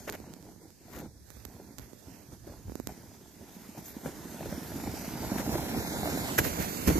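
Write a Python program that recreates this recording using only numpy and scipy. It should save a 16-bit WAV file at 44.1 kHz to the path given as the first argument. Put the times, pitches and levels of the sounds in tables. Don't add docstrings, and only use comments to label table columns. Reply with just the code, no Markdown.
import sys
import numpy as np
from scipy import signal
from scipy.fft import rfft, irfft
from scipy.io import wavfile
from scipy.ndimage import uniform_filter1d

SR = 44100
rng = np.random.default_rng(int(sys.argv[2]) if len(sys.argv) > 2 else 0)


def master_out(mix):
    frames = np.transpose(np.atleast_2d(mix))
    ceiling = np.clip(frames, -1, 1)
    pcm = np.round(ceiling * 32767).astype(np.int16)
    wavfile.write(sys.argv[1], SR, pcm)


def voltage_ratio(level):
    return 10 ** (np.asarray(level, float) / 20)


N = 308352
T = np.arange(N) / SR

# time_s, hull_load_db, iciness_db, hiss_left_right_db
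TRACK = [(0.0, -49.5, 4, 0), (0.3, -49, -4, -5), (.39, -53, -2.5, -6), (.49, -49, -4, -6),
         (.56, -55, -2.5, -7), (0.65, -52.5, -4, -7), (0.76, -64.5, 3.5, -4), (0.97, -42.5, -3.5, 5),
         (1.05, -44, -8, 1), (1.13, -58.5, -7, -7), (1.32, -57, 8, -16), (1.6, -50, -3.5, -8.5),
         (2.0, -58, 2, -16), (2.6, -56, 2, -8.5), (2.94, -49.5, 0.5, -6), (3.36, -58.5, 5, -4),
         (4.1, -46.5, 3.5, -4.5), (5.1, -39.5, 3, -4.5), (5.85, -35, 2.5, -4), (6.12, -33, 2.5, -4.5),
         (6.6, -38.5, 6, -9)]
# peak_s, length_s, hull_press_db, ground_shake_db
RIDGES = [(0.106, 0.045, 8, 16), (0.58, 0.14, -4, 2.5), (0.632, 0.064, 4.5, -12), (1.088, 0.051, -4, 10),
          (1.318, 0.37, -10, 10.5), (1.76, 0.076, -5, -7), (1.8, 0.13, 3.5, 15), (2.118, 0.25, 9.5, 10),
          (2.332, 0.057, 12, 14), (2.41, 0.098, -8.5, 10), (2.508, .2, 11, 15), (2.684, 0.14, 2.5, 19),
          (2.847, 0.095, -9, 11.5), (2.895, .07, 11, 10), (3.45, 0.57, 7, -2), (3.782, 0.072, 13, 6),
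          (4.066, 0.096, 12.5, 4.5), (4.482, 0.2, 4, 8), (4.762, 0.034, 4, 10), (4.884, 0.22, 1, 5.5),
          (5.244, .1, 3.5, 9), (5.343, 0.18, 4, 6), (5.54, 0.22, 5.5, 6.5), (5.772, 0.066, 3.5, 12),
          (6.357, 0.07, -3, -13), (6.403, 0.09, 7, 20), (6.463, 0.056, 8, 17.5), (6.609, .14, 6, 8.5),
          (6.892, 0.1, 17, 21.5), (6.985, 0.16, 8, 12)]
# pitch_hz, width_hz, level_db
HULL_MODES = [(154.4, 104, -3), (240, 134, -1), (320, 101, -1.5), (396, 200, -7)]
# pitch_hz, width_hz, level_db
WALL_MODES = [(549, 214, 3.5), (697, 190, 6.5), (858, 250, 5.5), (1031, 220, -1), (1410, 200, -1),
              (1750, 530, -26)]
# pitch_hz, width_hz, level_db
GROUND_MODES = [(65.6, 32, 5), (112, 58, 2)]
# pitch_hz, level_db (per Hz)
HISS = [(880, -7.5), (1500, -5), (1730, -4), (2310, -6), (3000, -9), (3820, -9.5), (5100, -7), (7080, -6.5),
        (9180, -12), (12400, -5), (14000, -8), (15000, -13.5)]
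# pitch_hz, width_hz, level_db
SPRAY_MODES = [(1510, 650, -1.5), (2170, 290, -4), (3940, 880, -4)]
# start_s, peak_db, pitch_hz
BUMPS = [(0.305, -38, 280), (0.32, -41, 330), (0.5, -43, 300), (0.655, -46, 320), (6.045, -23, 380),
         (6.085, -24, 360), (5.955, -27, 380), (0.81, -47, 300), (6.41, -24, 280), (6.435, -25, 260),
         (6.46, -24, 300), (1.547, -39, 143), (1.598, -34.5, 375), (1.707, -41, 260), (2.082, -35, 284),
         (2.285, -39.5, 149), (2.47, -32.5, 322), (3.566, -33.5, 203), (3.69, -34, 212), (3.966, -26, 234),
         (4.056, -22, 242), (4.255, -27.5, 258), (4.343, -30.5, 214), (4.525, -30, 185),
         (4.579, -24.5, 243), (4.757, -24, 246), (4.836, -26.5, 236), (4.875, -21.5, 214),
         (5.078, -23.5, 203), (5.317, -17, 219), (5.476, -19.5, 240), (5.774, -17.5, 245),
         (5.807, -23.5, 305), (6.149, -20.5, 240), (6.187, -23, 212), (6.875, -11.5, 200),
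         (6.882, -18, 330), (6.891, -16, 190), (6.915, -18, 330), (6.968, -21, 340), (6.907, -12.5, 270),
         (6.955, -16, 300), (6.979, -18.5, 310)]
# start_s, peak_db, pitch_hz
LUMPS = [(0.244, -42, 153), (0.298, -40, 164), (0.559, -54, 164), (0.589, -49, 196), (1.016, -38, 261),
         (1.039, -38, 229), (1.057, -37, 215), (4.459, -31, 277), (4.52, -31, 186), (4.615, -33, 194),
         (4.742, -29, 234), (4.939, -29, 272), (4.997, -31, 205), (5.152, -31, 172), (5.203, -32, 221),
         (5.224, -37, 301), (5.244, -35, 250), (5.492, -24, 226), (5.698, -32, 245), (5.934, -27, 345),
         (6.031, -25, 196), (6.057, -24, 275), (6.134, -24, 234), (6.172, -24, 240), (6.219, -28, 258),
         (6.308, -26, 272), (6.603, -29, 258), (6.757, -34, 328), (6.924, -25, 151), (6.944, -20, 215),
         (6.961, -20, 275)]
# start_s, peak_db, pitch_hz
THUDS = [(0.194, -50, 67.3), (.89, -58, 66), (2.5, -41, 65), (2.654, -36.5, 72), (3.407, -43, 99),
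         (1.16, -46, 63), (1.46, -41.5, 64), (1.82, -43, 62), (2.57, -44, 60.3), (5.554, -16.5, 346),
         (6.387, -13.5, 377), (6.51, -33, 62), (6.8, -38, 65.6), (6.385, -24, 75.5), (6.875, -20.5, 75),
         (6.91, -22, 140), (6.94, -24, 66)]
# start_s, peak_db, pitch_hz, left_right_db
KNOCKS = [(0.077, -28.5, 560, -0.5), (0.097, -31.5, 430, -9), (0.151, -33, 622, -12), (2.476, -42, 557, 21),
          (2.892, -42, 710, 8), (3.767, -45, 780, 4), (4.059, -25.5, 533, 8), (4.408, -28.5, 640, 5),
          (4.429, -30, 800, 0.5), (4.458, -28.5, 540, 4), (4.526, -27.5, 576, -0.5), (4.719, -30.5, 630, 3),
          (4.799, -31, 800, 2), (4.873, -26.5, 794, 3), (5.464, -29, 725, -3), (5.554, -20, 593, -2.0),
          (5.582, -24, 870, -3), (5.763, -35, 546, -1.0), (6.032, -20, 720, -1.5), (6.074, -18.5, 675, -3),
          (6.174, -24, 686, -5), (6.381, -15, 1710, -6), (6.3865, -8, 1700, -4), (6.3885, -6, 1760, -4),
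          (6.392, -14, 1650, -4), (0.966, -39, 1250, 0), (0.974, -39, 1200, 0), (0.94, -41, 1050, 0),
          (0.995, -41, 1400, 0), (0.079, -33, 1100, -3), (6.873, -19, 540, -3), (6.899, -23, 477, 7)]
# start_s, peak_db, pitch_hz
TAPS = [(0.286, -46, 484), (0.454, -48, 495), (0.489, -48, 703), (0.616, -50, 482), (0.882, -46, 684),
        (0.967, -42, 530), (1.057, -45, 495), (1.5, -49, 678), (1.6, -47, 573), (2.322, -47, 482),
        (2.445, -49, 676), (2.497, -44, 595), (2.522, -47, 565), (3.116, -48, 649), (3.414, -48, 546),
        (3.75, -43, 619), (3.971, -48, 490), (4.344, -41, 587), (4.503, -39, 554), (4.839, -34, 794),
        (4.94, -36, 630), (4.969, -38, 837), (5.045, -38, 649), (5.089, -37, 834), (5.156, -37, 791),
        (5.174, -38, 896), (5.242, -31, 627), (5.319, -33, 546), (5.383, -31, 668), (5.402, -30, 514),
        (5.493, -31, 797), (5.629, -32, 563), (5.662, -35, 482), (5.692, -32, 697), (5.747, -29, 746),
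        (5.821, -34, 482), (5.849, -34, 845), (5.939, -31, 635), (6.057, -25, 662), (6.094, -33, 482),
        (6.124, -34, 493), (6.248, -34, 813), (6.291, -33, 1000), (6.315, -32, 929), (6.35, -36, 781),
        (6.464, -35, 487), (6.585, -34, 482), (6.611, -31, 552), (6.646, -34, 773), (6.695, -38, 493),
        (6.731, -35, 482), (6.782, -36, 482), (6.963, -32, 692)]
# time_s, pitch_hz, level_db
SQUEAK = [
    (3.838, 13500, -58),
    (3.848, 7800, -52),
    (3.86, 6300, -47),
    (3.878, 7000, -55),
]
# start_s, length_s, level_db, left_right_db, brightness_db (per octave)
CRUNCHES = [(0.072, 0.028, -41.5, -2, -3.5), (0.121, 0.04, -47, -1, -3), (1.795, 0.066, -63.5, -18, -0.5),
            (2.872, 0.083, -63, 4, 1), (3.843, 0.088, -49, -4, 5), (0.922, .03, -54, 1.5, -1),
            (0.945, .035, -53, 1.5, 0), (0.98, .037, -52, 1.5, 1.5), (4.057, .012, -46, 2, -6),
            (3.765, 0.05, -59.5, 3, 4), (5.372, 0.048, -42, 1, -1.5), (5.538, 0.028, -48, 4, -5),
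            (6.377, 0.028, -31, 2.5, -0.5), (6.381, 0.016, -31.5, -20, 2.5),
            (6.435, 0.056, -37.5, -11.5, 1), (6.593, 0.063, -42, -8, -0.5), (6.872, 0.014, -30, -12, 1),
            (6.896, 0.018, -36, -6, -1.5), (6.884, .01, -35, -4, -2), (6.398, .012, -41, -8, 1.5),
            (4.798, .01, -51, 1.5, -3)]
# pitch_hz, level_db
CRUST = [(200, -6), (700, 5.5), (1100, 2), (1800, 6.5), (3200, -3.5), (4600, -7), (6800, -1), (9000, -12.5),
         (12500, 2.5), (15000, -3.5)]
# start_s, click_db, pop_db
FLAKES = [(0.0977, -30, -69), (0.1238, -35.5, -58), (0.1511, -40, -56), (0.201, -48, -49),
          (0.3373, -40.5, -54), (0.365, -60, -54), (0.426, -50, -62), (0.561, -62, -58), (0.704, -50, -66),
          (1.3032, -41, -61), (1.3686, -56, -55), (1.4507, -36, -68), (1.453, -37.5, -50.5),
          (1.7834, -35.5, -65), (1.787, -38, -59), (1.795, -42, -55), (1.932, -50, -50), (2.681, -62, -53),
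          (2.696, -56, -45), (2.7195, -55, -45), (2.7543, -37, -40), (2.799, -39, -38),
          (2.8714, -28.5, -42.5)]
# pitch_hz, level_db
PORT_RING = [(1500, -3), (4500, -7), (7200, 0.5), (12800, 1.5), (15800, -4)]
# pitch_hz, level_db (per Hz)
AIR = [(18, -30), (30, 7.5), (296, 1), (1170, -16), (1480, -44), (1690, -5), (2490, -42), (2770, -22),
       (5030, -7), (15000, -14.5)]
# time_s, delay_samples
LAG = [
    (0, -1),
    (4.6, 0),
    (5.1, 1),
    (5.5, 4.6),
    (5.7, 5),
    (5.8, 7),
    (6.15, 7.5),
    (6.3, 9),
    (6.36, 19),
    (6.99, 20),
]
# pitch_hz, left_right_db
PORTS = [(60, 4), (150, -2.0), (380, -20.5), (950, -4.5), (2380, 7.5), (5980, 2.5), (15000, 3)]
# pitch_hz, share
SHARED = [(1500, .65), (4800, .55), (7000, .2), (15000, .05)]
# time_s, lower_hz, upper_hz
CAVITY = [(0.0, 6250, 12200), (0.88, 6400, 12200), (1.19, 6050, 11400), (2.59, 6440, 12000),
          (2.8, 6350, 12700), (3.83, 6600, 12300), (4.15, 6550, 11800), (4.88, 5570, 11800),
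          (5.47, 5460, 13500), (5.96, 6900, 14400), (6.56, 7160, 12100), (6.99, 6800, 12100)]
# pitch_hz, under_neighbours_db
SPARED = [(1500, -20), (2200, -8), (2700, -6), (3400, -5), (4400, -5), (5500, -7), (7500, -6), (8700, -3.6),
          (10200, -3.6), (11300, -7.5)]
# start_s, end_s, from_hz, to_hz, width_hz
STARVED = [
    (5.46, 5.65, 4250, 4850, 450),
    (5.77, 5.91, 2950, 3050, 800),
    (5.93, 6.13, 3050, 3250, 420),
    (6.94, 6.99, 5100, 5000, 500),
]


def evened(x):
    return x / np.sqrt(np.mean(x ** 2) + 1e-20)


def smoothed_twice(x, size, axis=-1):
    return uniform_filter1d(uniform_filter1d(x, size=size, axis=axis), size=size, axis=axis)


def read(points, hz):
    f, value = np.transpose(points)
    return np.interp(np.log(hz + 1), np.log(f + 1), value)


def control(column):
    rows = np.array(TRACK)
    return np.interp(T, rows[:, 0], rows[:, column])


def hull_load():
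    return control(column=1) + 50


def ridges(column):
    climb = 0.45
    total = 0
    for row in RIDGES:
        peak_s, length_s = row[:2]
        times = (peak_s - climb * length_s, peak_s, peak_s + (1 - climb) * length_s)
        total = total + np.interp(T, times, (0, row[column], 0))
    return total


def add(mix, s, sound):
    part = mix[..., round(s * SR):][..., :sound.shape[-1]]
    part += sound[..., :part.shape[-1]]


def sides(pan_db):
    return np.array([voltage_ratio(pan_db / 2), voltage_ratio(-pan_db / 2)])


def ring(x, modes):
    out = 0
    for k, (hz, width_hz, db) in enumerate(modes):
        peak = signal.iirpeak(hz, hz / width_hz, SR)
        once = signal.lfilter(*peak, x)
        out = out + (-1) ** k * voltage_ratio(db) * signal.lfilter(*peak, once)
    return evened(out)


def grit(per_s, spread_db, smooth):
    size = voltage_ratio(spread_db * np.minimum(rng.exponential(1, (2, N)), 4))
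    struck = rng.random((2, N)) < per_s / SR
    knocks_in_time = size * rng.choice([-1., 1.], (2, N)) * struck
    return evened(knocks_in_time) + smooth * rng.standard_normal((2, N))


def heard(pair, same, pan_db):
    lag = np.interp(T, *np.transpose(LAG))
    late = np.interp(np.arange(N) - lag, np.arange(N), pair[0])
    left = same * late + np.sqrt(1 - same ** 2) * pair[1]
    return sides(pan_db)[:, None] * np.array([left, pair[0]])


def coloured(spectrum, patchy_db, flicker_db, tilt, shared, cavity_db):
    frames = N // 128 + 5
    hz = np.fft.rfftfreq(512, 1 / SR)[:, None]
    t = np.arange(frames) * 128 / SR
    a, b = rng.standard_normal((2, 2, 257, frames))
    own, right = a + 1j * b
    drift = uniform_filter1d(rng.standard_normal((frames, 257)), size=40, axis=0)
    patches = evened(uniform_filter1d(drift, size=5)).T
    flicker = evened(uniform_filter1d(rng.standard_normal(frames), size=5))
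    same = np.clip(read(shared, hz), 0, 1)
    late = np.exp(-2j * np.pi * hz * np.interp(t, *np.transpose(LAG)) / SR)
    left = same * late * right + np.sqrt(1 - same ** 2) * own
    s, low_hz, high_hz = np.transpose(CAVITY)
    cavity = 0
    for centre_hz, width_hz in ((low_hz, 450), (high_hz, 500)):
        cavity = cavity + np.exp(-((hz - np.interp(t, s, centre_hz)) / width_hz) ** 2)
    z = np.array([left, right * voltage_ratio(cavity_db * cavity)])
    z *= voltage_ratio(read(spectrum, hz) + patchy_db * patches + flicker_db * flicker) * sides(read(tilt, hz))
    return evened(signal.istft(z, nperseg=512, noverlap=384)[1][:, :N])


def drum():
    level_db = hull_load() + ridges(column=2) - 52.5
    return voltage_ratio(level_db) * heard(ring(grit(260, 3.47, 0.8), HULL_MODES), 0.96, -2.5)


def scrape():
    load, press = hull_load(), ridges(column=2)
    stall_db = 0.82 * np.minimum(load + press - 50 + 54.5, 0)
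    walls_db = -57.5 + 1.14 * load + 1.04 * press + 0.067 * control(column=2) + stall_db
    return voltage_ratio(walls_db - 4.0) * heard(ring(grit(800, 4.8, 0.62), WALL_MODES), 0.84, 0.059)


def rumble():
    level_db = -54 + 0.85 * hull_load() + ridges(column=3) - 2.5
    return voltage_ratio(level_db) * heard(ring(grit(60, 2.3, 0.79), GROUND_MODES), 0.71, -3.0)


def hiss():
    shear_db = -60 + 0.99 * hull_load() + control(column=2) + 0.42 * ridges(column=2)
    crystals = coloured(HISS, 2.15, 0.91, PORTS, SHARED, 3.9)
    return voltage_ratio(shear_db + 3.0) * sides(control(column=3)) * crystals


def spray():
    level_db = -72.5 + 1.74 * (hull_load() - 1)
    return voltage_ratio(level_db) * heard(ring(grit(1500, 2.4, 0.75), SPRAY_MODES), 0.23, -2.4)


def bumps():
    out, t = np.zeros(N), np.arange(2000) / SR
    struck = [(s - 0.00362, db - 6.5, 310) for s, db, hz, _ in KNOCKS if hz < 1000]
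    further = [(s, db + 0.5, hz) for s, db, hz in LUMPS]
    for s, db, hz in BUMPS + THUDS + struck + further:
        swing = -np.sin(2 * np.pi * hz * t * (1.15 - 9 * t))
        body = swing * (1 - np.exp(-t / 0.0015)) * np.exp(-t * hz / 1.2)
        add(out, s, voltage_ratio(db + 2.0) * body)
    out = signal.lfilter(*signal.butter(2, 36, "high", fs=SR), out)
    return heard(np.array([out, out]), 1, -2.5)


def knocks():
    out, t = np.zeros((2, N)), np.arange(800) / SR
    further = [(s, db + 4.0, hz, -2.1) for s, db, hz in TAPS]
    for s, db, hz, pan_db in KNOCKS + further:
        wall = np.sin(2 * np.pi * hz * t)
        if hz < 1000:
            wall = wall + 0.4 * np.sin(2 * np.pi * 2.74 * hz * t) * np.exp(-t / 0.002)
        wall = wall * (1 - np.exp(-t / 0.0003)) * np.exp(-t * hz / 2.2)
        late_s = round(np.interp(s, *np.transpose(LAG))) / SR
        for port, delay_s, gain in zip(out, (late_s, 0), sides(pan_db)):
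            add(port, s + delay_s, -gain * voltage_ratio(db - 1.0) * wall)
    return out


def squeak():
    s, hz, db = np.transpose(SQUEAK)
    t = np.arange(s[0], s[-1], 1 / SR)
    wobble = evened(uniform_filter1d(rng.standard_normal((2, 2400)), size=40))[:, :len(t)]
    tone = np.sin(2 * np.pi * np.cumsum(np.interp(t, s, hz)) / SR)
    out = np.zeros((2, N))
    add(out, s[0], voltage_ratio(np.interp(t, s, db)) * wobble * tone)
    return out


def crunches():
    out = np.zeros((2, N))
    hz = np.fft.rfftfreq(8192, 1 / SR)
    for s, length_s, db, pan_db, tilt_db in CRUNCHES:
        n = min(round(length_s * SR), 4400)
        cracks = rng.standard_normal((3, 4400))
        ragged = voltage_ratio(3.5 * evened(uniform_filter1d(cracks[2], size=40)))
        burst = ((cracks[:2] + 0.59 * cracks[0]) * ragged)[:, :n]
        part = np.arange(n) / n
        burst = burst * np.minimum(part / 0.22, 1) * (1 - part) ** 0.29
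        colour = voltage_ratio(read(CRUST, hz) + tilt_db * np.log2(hz / 3000 + 0.12))
        sound = irfft(rfft(burst, 8192) * evened(colour))
        add(out, s, voltage_ratio(db + 1.5) * sides(pan_db)[:, None] * sound)
    return out


def flakes():
    out, t = np.zeros((2, N)), np.arange(1200) / SR
    pop = -np.cos(2 * np.pi * 190 * t ** 0.948) * np.exp(-t / 0.002) * (1 - np.exp(-t / 0.0003))
    decay = np.exp(-t / 0.00017) + 0.04 * np.exp(-t / 0.00268)
    for s, click_db, pop_db in FLAKES:
        click = 0
        for hz, db in PORT_RING:
            uneven_db = 3.5 * rng.uniform(-1, 1)
            click = click + voltage_ratio(db + uneven_db) * np.sin(2 * np.pi * hz * t) * decay
        sound = -3.6 * voltage_ratio(click_db) * click + voltage_ratio(pop_db + 23.5) * pop
        add(out, s + 1 / 1200, np.outer([.08, 1], sound))
    return out


def air():
    tilt = [(30, -14.0), (15000, -1.5)]  # pitch_hz, left_right_db
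    unshared = [(300, 0.0), (2000, 0)]  # pitch_hz, share
    return voltage_ratio(-59.5) * coloured(AIR, 0.82, 0.91, tilt, unshared, 3.8)


def thinned(pair, holes=()):
    hz, t, z = signal.stft(pair, SR, nperseg=2048, noverlap=1536)
    narrow = uniform_filter1d(uniform_filter1d(abs(z) ** 2, size=7, axis=1), size=4, axis=2)
    narrow_db = 10 * np.log10(abs(narrow) + 1e-16)
    neighbours_db = uniform_filter1d(narrow_db + narrow_db.mean(0), size=161, axis=1) / 2
    under_db = narrow_db - neighbours_db
    level_db = narrow_db.mean((0, 1))
    quiet_db = np.percentile(level_db, 90) - level_db
    under_db -= np.clip(.13 * quiet_db, 0, 1.7) - .3
    for start_s, end_s, from_hz, to_hz, width_hz in holes:
        centre_hz = np.interp(t, (start_s, end_s), (from_hz, to_hz))
        inside = abs(hz[:, None] - centre_hz) < width_hz / 2
        under_db[0] -= 8 * (inside & (t > start_s) & (t < end_s))
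    keep = np.clip(under_db - read(SPARED, hz)[:, None] + 1, .02, 1)
    return signal.istft(z * keep, nperseg=2048, noverlap=1536)[1][:, :N]


def topped(pair):
    low, wide = (signal.oaconvolve(pair, signal.firwin(301, hz, window=("kaiser", 5), fs=SR)[None], "same")
                 for hz in (14600, 16500))
    top = wide - low
    quick, slow = (abs(uniform_filter1d(top ** 2, size=n, axis=1)) + 1e-18 for n in (40, 600))
    opened = smoothed_twice(1. * (quick > voltage_ratio(20) * slow), 40, axis=1)
    return low + voltage_ratio(-15) * top * opened


def scene():
    sliding = drum() + scrape() + rumble() + hiss() + spray()
    struck = bumps() + knocks() + squeak()
    return sliding + struck + crunches() + flakes() + air()


def roll_off(x):
    return signal.sosfilt(signal.butter(12, 16480, fs=SR, output="sos"), x)


def record(dry):
    turn = np.array([[1, 0.91], [1, -1.004]]) / np.sqrt(2)
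    mid_side = turn @ thinned(dry)
    thin = turn @ thinned(mid_side, STARVED)
    return roll_off(topped(thin))


dry = scene()
out = record(dry)
master_out(out)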